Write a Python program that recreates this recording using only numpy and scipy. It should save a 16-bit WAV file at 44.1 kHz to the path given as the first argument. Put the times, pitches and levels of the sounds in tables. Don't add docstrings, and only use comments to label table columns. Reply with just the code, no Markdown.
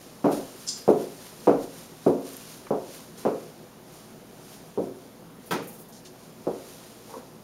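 import sys
import numpy as np
from scipy import signal
from scipy.fft import rfft
from scipy.io import wavfile
from scipy.ndimage import uniform_filter1d

SR = 44100
rng = np.random.default_rng(int(sys.argv[2]) if len(sys.argv) > 2 else 0)


def to_linear_factor(level_db):
    exponent = np.asarray(level_db, float) / 20
    return 10 ** exponent


def to_wav(sig):
    pcm = np.clip(np.atleast_2d(sig), -1, 1) * 32767
    pcm = np.round(pcm).astype(np.int16)
    wavfile.write(sys.argv[1], SR, pcm.T)


N = 327663


def evened(x):
    return x / np.sqrt(np.mean(x ** 2) + 1e-20)


def read(points, hz):
    f, value = np.transpose(points)
    return np.interp(np.log(hz + 1), np.log(f + 1), value)


def add(mix, start_s, sound):
    part = mix[round(start_s * SR):][:len(sound)]
    part += sound[:len(part)]


def click(db):
    log_gain = np.log(to_linear_factor(np.maximum(db, -100)))
    circle = np.concatenate([log_gain, log_gain[-2:0:-1]])
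    return np.fft.ifft(np.exp(np.conj(signal.hilbert(circle)))).real[:2048]


def noise(db, size=N):
    frames = size // 512 + 5
    a, b = rng.standard_normal((frames, 1025, 2)).T
    spectra = (a + 1j * b) * to_linear_factor(db)
    return signal.istft(spectra, nperseg=2048, noverlap=1536)[1][:size]


def room(direct_db):
    # (frequency [Hz], t60 [s])
    tiles = [(100, 0.4), (400, 0.5), (1000, 0.37), (2500, 0.45), (6000, 0.32), (14000, 0.14)]
    t = np.arange(SR * 3 // 4) / SR
    f, when, z = signal.stft(rng.standard_normal(len(t)), SR, nperseg=256)
    decay_db = -60 * when / read(tiles, f)[:, None]
    tail = signal.istft(z * to_linear_factor(decay_db), SR, nperseg=256)[1][:len(t)]
    tail *= 1 - np.exp(-t / 0.0017)
    power = uniform_filter1d(abs(rfft(tail, 2 ** 15)) ** 2, size=96)[::8]
    flatten = click(-10 * np.log10(power / power.mean()))
    tail = signal.fftconvolve(tail, flatten)[:len(t)]
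    out = tail / np.linalg.norm(tail)
    out[0] += to_linear_factor(direct_db)
    return out


def ring(modes, seconds, longest_s):
    t = np.arange(round(seconds * SR)) / SR
    hz, db, t60_s = np.transpose(modes)[:, :, None]
    envelope = to_linear_factor(db - 60 * t / np.clip(t60_s, .01, longest_s))
    out = (envelope * np.sin(2 * np.pi * (hz * t + rng.random(hz.shape)))).sum(0)
    return out / abs(out).max()


def blow(colour, boom_db, knock_db, clack_db, direct_db):
    hz = np.fft.rfftfreq(4096, 1 / SR)
    shade = read([(200, boom_db), (400, 0.012), (900, knock_db), (2500, clack_db)], hz)
    push = click(read(colour, hz) + shade)
    sound = signal.fftconvolve(push, room(direct_db))[:SR * 3 // 4]
    return sound / abs(sound).max()


def puff(db, hz, width, hold_s, t60_s):
    t, f = np.arange(9000) / SR, np.fft.rfftfreq(4096, 1 / SR)
    decay_db = -60 * np.maximum(t - hold_s, 0) / max(t60_s, .001)
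    burst = rng.standard_normal(len(t)) * to_linear_factor(decay_db)
    burst = signal.fftconvolve(burst, click(-12 * (np.log((f + 1) / hz) / width) ** 2))
    return to_linear_factor(db) * burst / abs(burst).max()


def heels():
    # (time [s], level of first 80 ms [dB], favoured mode 1 [Hz], favoured mode 2 [Hz])
    strikes = [
        (0.2429, -20.5, 291, 585),
        (0.8786, -17, 435, 385),
        (1.4719, -17, 480, 291),
        (2.064, -19, 282, 386),
        (2.7067, -25.5, 440, 575),
        (3.2518, -24, 418, 500),
        (4.7753, -27.5, 258, 381),
        (6.469, -28.5, 366, 480),
    ]
    # (early slap [dB], boom [dB], knock [dB], clack [dB])
    strike_shades = [(-0.5, 3, 3, 16), (2, -0.5, -4, 6), (1.5, 1, 2, 14.5), (2.5, 2, -5, 5.5), (4, 1, 3, 9),
                     (3, 3, 1, 16), (3.5, 7, -6.5, 1), (3, 2, -0.5, 7)]
    # (frequency [Hz], level [dB])
    heel_colour = [(40, -56.5), (80, -20), (140, -10.5), (250, -6), (400, 2), (700, -3), (1000, -13),
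                   (1300, -23), (1550, -32.5), (1800, -42.5), (2500, -48), (3500, -57.5), (6000, -61),
                   (12000, -100)]
    # (frequency [Hz], level [dB], t60 [s])
    air_modes = [(160.9, -8.5, .6), (214.9, -3, 0.49), (269.3, -4.5, 0.64), (291, -1, 0.38),
                 (338, -7, 0.45), (366, -1, 0.52), (427.2, 1, 0.37), (480, 0, 0.37), (538, -5, 0.62),
                 (585, -6.5, 0.41), (688, -7, 0.61), (734, -11, 0.35), (877, -22.5, 0.59),
                 (940, -16.5, 0.56)]
    favour_db, favour_octaves = 8, 0.12
    out, t = np.zeros(N), np.arange(SR * 3 // 4) / SR
    low_cut = signal.butter(3, 105, "high", fs=SR, output="sos")
    hz, mode_db, t60_s = np.transpose(air_modes)
    for (start_s, db, *spot_hz), (slap_db, *shades) in zip(strikes, strike_shades):
        favour = sum(np.exp(-(np.log2(hz / f) / favour_octaves) ** 2) for f in spot_hz)
        modes = np.transpose([hz, mode_db + favour_db * favour, t60_s])
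        air = ring(modes, .75, longest_s=0.76) * (1 - np.exp(-(t / 0.0022) ** 2))
        push = blow(heel_colour, *shades, direct_db=slap_db - 13.0)
        sound = evened(air) + evened(push)
        sound *= to_linear_factor(slap_db * np.exp(-(t / .036) ** 3))
        sound = signal.sosfilt(low_cut, sound)
        add(out, start_s, to_linear_factor(db + 0.98) * sound / np.std(sound[:SR * 2 // 25]))
    return out


def brush():
    # (time [s], peak [dB], boom [dB], knock [dB], clack [dB])
    knocks = [
        (5.5091, -21, -7, -12, 23),
        (5.514, -19, -6, 2, 8.5),
        (5.522, -20.5, 4, 0, -9),
        (5.545, -35, 6, -7, -7),
    ]
    # (frequency [Hz], level [dB])
    brush_colour = [(53, -67), (90, -20), (158, -3.5), (483, 0), (586, -7.5), (942, -9), (1720, -17.5),
                    (2480, -24), (2710, -28.5), (3150, -28), (15500, -37.5)]
    # (frequency [Hz], level [dB], t60 [s])
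    handle = [(172, 0, 0.6), (364, 4.5, 0.4), (443, -2.5, 0.44), (964, 1, 0.19), (1317, 2, 0.11),
              (1541, 1.5, 0.15), (1920, -12, 0.19), (2486, -4.5, 0.18), (3200, -10, 0.11),
              (3420, -2, 0.036), (4780, -6, 0.056)]
    out = np.zeros(N)
    for start_s, db, *shades in knocks:
        add(out, start_s, to_linear_factor(db) * blow(brush_colour, *shades, direct_db=-15.0))
        add(out, start_s, to_linear_factor(db - 0.5) * ring(handle, .5, longest_s=0.53))
    return signal.sosfilt(signal.butter(2, 120, "high", fs=SR, output="sos"), out)


def taps():
    # (time [s], peak [dB], low group [Hz], high group [Hz], t60 [s])
    touches = [
        (7.095, -40, 500, 873, 0.32),
        (7.139, -29.5, 484, 1018, 0.16),
        (7.15, -48, 463, 940, 0.093),
        (7.168, -31, 248, 480, 0.11),
        (7.225, -41, 480, 1020, 0.11),
    ]
    out = np.zeros(N)
    for start_s, db, low_hz, high_hz, t60_s in touches:
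        hz = np.outer([low_hz, high_hz], [.9, .95, 1, 1.04, 1.09]).ravel()
        sound = ring([(f, 0, t60_s) for f in hz], 0.12, longest_s=.3)
        soft_start = np.minimum(np.arange(len(sound)) / 60, 1)
        add(out, start_s, to_linear_factor(db) * sound * soft_start)
    return out


def jingle():
    # (time [s], level [dB])
    touches = [
        (.666, -31),
        (.674, -22),
        (.681, -19),
        (.686, -14.5),
        (.692, -20),
        (.703, -39),
        (0.717, -38),
        (.762, -27),
    ]
    # (frequency [Hz], level [dB], t60 [s])
    metal = [(4640, -9, .15), (4864, -4, .2), (4987, -1, .2), (5024, -2, .25), (5324, -4, .15),
             (5375, -5, .15), (5820, -4, .15), (6015, -2, .18), (6205, -5, .12), (7214, -6, .12),
             (7605, -4, .18), (8630, -6, .1)]
    # (frequency [Hz], level [dB])
    cluster = [(1760, -54), (3000, -24.5), (4420, -12.5), (4870, -1), (6110, -6), (6500, -9), (7260, -4),
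               (7860, 0), (8410, -6.5), (13000, -32)]
    out = np.zeros(N)
    soft_start = 1 - np.exp(-np.arange(SR // 5) / SR / 0.0017)
    for start_s, db in touches:
        hz = np.exp(rng.uniform(np.log(2600), np.log(12500), size=110))
        t60_s = rng.uniform(0.026, 0.082, size=110)
        crowd = np.transpose([hz, read(cluster, hz), t60_s])
        sound = to_linear_factor(-13.5) * ring(metal, .2, longest_s=0.18) + ring(crowd, .2, longest_s=.1)
        add(out, start_s, to_linear_factor(db) * soft_start * sound)
    return signal.oaconvolve(out, room(direct_db=2.0))[:N]


def cloth():
    # (peak time [s], level [dB], rise [s], fall [s]); rise and fall span slope_db
    moves = [(.02, -54.5, 0.084, 0.46), (.255, -53, 0.018, .05), (.325, -43.5, 0.019, 0.14),
             (.62, -50, 0.23, 0.26), (.78, -48.5, .02, 0.056), (.9, -49.5, 0.032, 0.041),
             (1.02, -49.5, .08, .08), (1.28, -50.5, 0.44, .08), (1.46, -51, 0.27, 0.11),
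             (1.63, -49, .04, 0.044), (1.8, -49.5, 0.25, 0.16), (2.08, -51.5, 0.16, 0.1),
             (2.27, -48.5, 0.053, 0.43), (2.53, -50, .3, .1), (2.95, -47.5, .12, .14),
             (3.19, -48, 0.026, 0.11), (3.4, -55, 0.18, 0.33), (3.95, -53.5, 0.089, .25),
             (4.54, -51, .2, 0.086), (4.68, -58.5, .1, 0.11), (4.84, -57, 0.1, 0.11), (5.02, -60, .1, 0.23),
             (5.44, -59, 0.052, 0.38), (6.23, -58, .12, 0.11), (6.7, -51.5, 0.33, 0.51),
             (6.87, -60, 0.14, 0.057), (7.109, -53, 0.062, 0.1), (7.19, -58, 0.12, 0.029)]
    # (frequency [Hz], level [dB])
    swish_colour = [(500, -22), (1000, 0), (1400, -1), (2000, -4), (3000, -3), (5000, -1), (8000, -0.5),
                    (12000, -37)]
    # (frequency [Hz], level [dB])
    fizz_colour = [(4000, -10), (7000, -10.5), (9000, -2.5), (12000, -5), (15800, -13)]
    slope_db, fizz_db, fizz_steepness, pivot_db = 10, 0.4, 1.21, -48
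    hz, t = np.fft.rfftfreq(2048, 1 / SR), np.arange(0, N, 64) / SR
    peak_s, db, rise_s, fall_s = np.transpose(moves)[:, :, None]
    before = (peak_s - t) / np.maximum(rise_s, .003)
    after = (t - peak_s) / np.maximum(fall_s, .003)
    away = np.where(t < peak_s, before, after)
    power = (to_linear_factor(db - slope_db * away) ** 2).sum(0)
    effort_db = np.interp(np.arange(N) / SR, t, 10 * np.log10(power + 1e-12))
    grain = to_linear_factor(0.8 * evened(uniform_filter1d(rng.standard_normal(N), 200)))
    swish = evened(grain * noise(read(swish_colour, hz)[:, None])) * to_linear_factor(effort_db)
    fizz_level_db = pivot_db + fizz_db + fizz_steepness * (effort_db - pivot_db)
    fizz = evened(grain * noise(read(fizz_colour, hz)[:, None])) * to_linear_factor(fizz_level_db)
    return swish + fizz


def snaps():
    # (time [s], peak [dB], centre [Hz])
    ticks = [
        (.3155, -32, 12000),
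        (2.211, -36, 13000),
        (2.29, -32, 11000),
        (2.334, -30, 10500),
        (2.3674, -25, 11300),
    ]
    out = np.zeros(N)
    for start_s, db, hz in ticks:
        add(out, start_s, puff(db, hz, width=.35, hold_s=0.00043, t60_s=0.0031))
    return out


def squeaks():
    # (time [s], peak [dB], centre [Hz])
    chirps = [
        (4.66, -58, 11200),
        (4.82, -55, 11200),
        (4.95, -56, 10600),
        (5.46, -46, 9860),
    ]
    out = np.zeros(N)
    for start_s, db, hz in chirps:
        add(out, start_s, puff(db, hz, width=.025, hold_s=0.018, t60_s=.06))
    return out


def bristles():
    # (time [s], peak [dB], centre [Hz], hold [s])
    strokes = [(5.459, -40, 12500, 0.017), (5.5, -48, 11000, .015), (5.598, -50, 5630, .2),
               (5.625, -40, 11500, .02), (5.672, -33.5, 12000, 0.024), (5.728, -40, 11000, .027),
               (5.786, -39, 11300, .035), (5.885, -43.5, 10500, .008), (5.924, -41.5, 6000, 0.059),
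               (6.049, -40, 5500, 0.022)]
    out = np.zeros(N)
    for start_s, db, hz, hold_s in strokes:
        add(out, start_s, puff(db, hz, width=0.73, hold_s=hold_s, t60_s=0.19))
    return out


def scuffs():
    # (time [s], peak [dB], centre [Hz], relative width [1], hold [s])
    rubs = [(.315, -43, 9800, 0.35, 0.018), (2.666, -34.5, 1000, 1, .005), (7.093, -45, 610, 1, .06),
            (7.138, -45, 950, 0.59, 0.08), (6.055, -40, 3100, 1, .002)]
    out = np.zeros(N)
    for start_s, db, hz, width, hold_s in rubs:
        add(out, start_s, puff(db, hz, width, hold_s, t60_s=0.076))
    return out


def sway():
    # (time [s], level [dB])
    shifts = [(.39, -58), (1.6, -54), (2.75, -60), (3.3, -65), (6.5, -64)]
    sway_hz, sway_s = 30, .08
    t, out = np.arange(N) / SR, np.zeros(N)
    for peak_s, db in shifts:
        swell = to_linear_factor(db) * np.exp(-((t - peak_s) / sway_s) ** 2)
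        out += swell * np.sin(2 * np.pi * (sway_hz * t + rng.random()))
    return out


def hum():
    # (frequency [Hz], level [dB])
    vent_colour = [(12, -46), (20, -13.5), (70, -16), (137, -5.5), (226, 1), (307, -4), (373, -1.5),
                   (467, -3.5), (793, -5.5), (2100, -17.5), (6410, -20.5), (7800, -21), (8720, -22),
                   (10300, -20), (15600, -24)]
    # (frequency [Hz], lift [dB])
    air_lifts = [(120, 0.5), (161, 11.5), (215, 1.5), (262, 4.5), (292, 6.5), (370, 8.5), (430, 2.5),
                 (490, 9), (630, 5), (678, 2.5)]
    hum_db, stir_db = -49, 1.4
    hz, frames = np.fft.rfftfreq(2048, 1 / SR)[:, None], N // 512 + 5
    lift = sum(db / (1 + ((hz - f) / 9) ** 2) for f, db in air_lifts)
    patches = uniform_filter1d(rng.standard_normal((frames, 1025)).T, 20, 0)
    patches = evened(uniform_filter1d(patches, 8, 1))
    stir = stir_db / (1 + (hz / 1500) ** 2)
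    return to_linear_factor(hum_db) * evened(noise(read(vent_colour, hz) + lift + patches + stir))


def drones():
    # (frequency [Hz], width [Hz], level [dB])
    resonances = [(160.4, 6.4, -59.5), (219.4, 17, -58.5)]
    out = np.zeros(N)
    for hz, width_hz, db in resonances:
        b, a = signal.iirpeak(hz, hz / width_hz, SR)
        out += to_linear_factor(db) * evened(signal.lfilter(b, a, rng.standard_normal(N)))
    return out


def motor():
    # (frequency [Hz], rms level [dB])
    tones = [(59.2, -71.5), (118.4, -63)]
    t = np.arange(N) / SR
    return sum(np.sqrt(2) * to_linear_factor(db) * np.sin(2 * np.pi * (hz * t + rng.random())) for hz, db in tones)


def scene():
    contacts = heels() + brush() + taps() + jingle()
    rubbing = cloth() + snaps() + squeaks() + bristles() + scuffs()
    background = sway() + hum() + drones() + motor()
    return (contacts + rubbing + background)[None]


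def roll_off(x):
    return signal.sosfilt(signal.butter(12, 15800, fs=SR, output="sos"), x)


def record(dry):
    dip_hz, dip_width_hz, dip_db, edge_hz = 7857, 210, -17.5, 15800
    hz = np.fft.rfftfreq(4096, 1 / SR)
    dip = click(dip_db / (1 + ((hz - dip_hz) / dip_width_hz) ** 2))
    edge = signal.firwin(801, edge_hz, window=("kaiser", 9), fs=SR)
    mix = signal.oaconvolve(dry, dip[None])[:, :N]
    mix = signal.oaconvolve(mix, edge[None], "same")
    return roll_off(mix)


dry = scene()
out = record(dry)
to_wav(out)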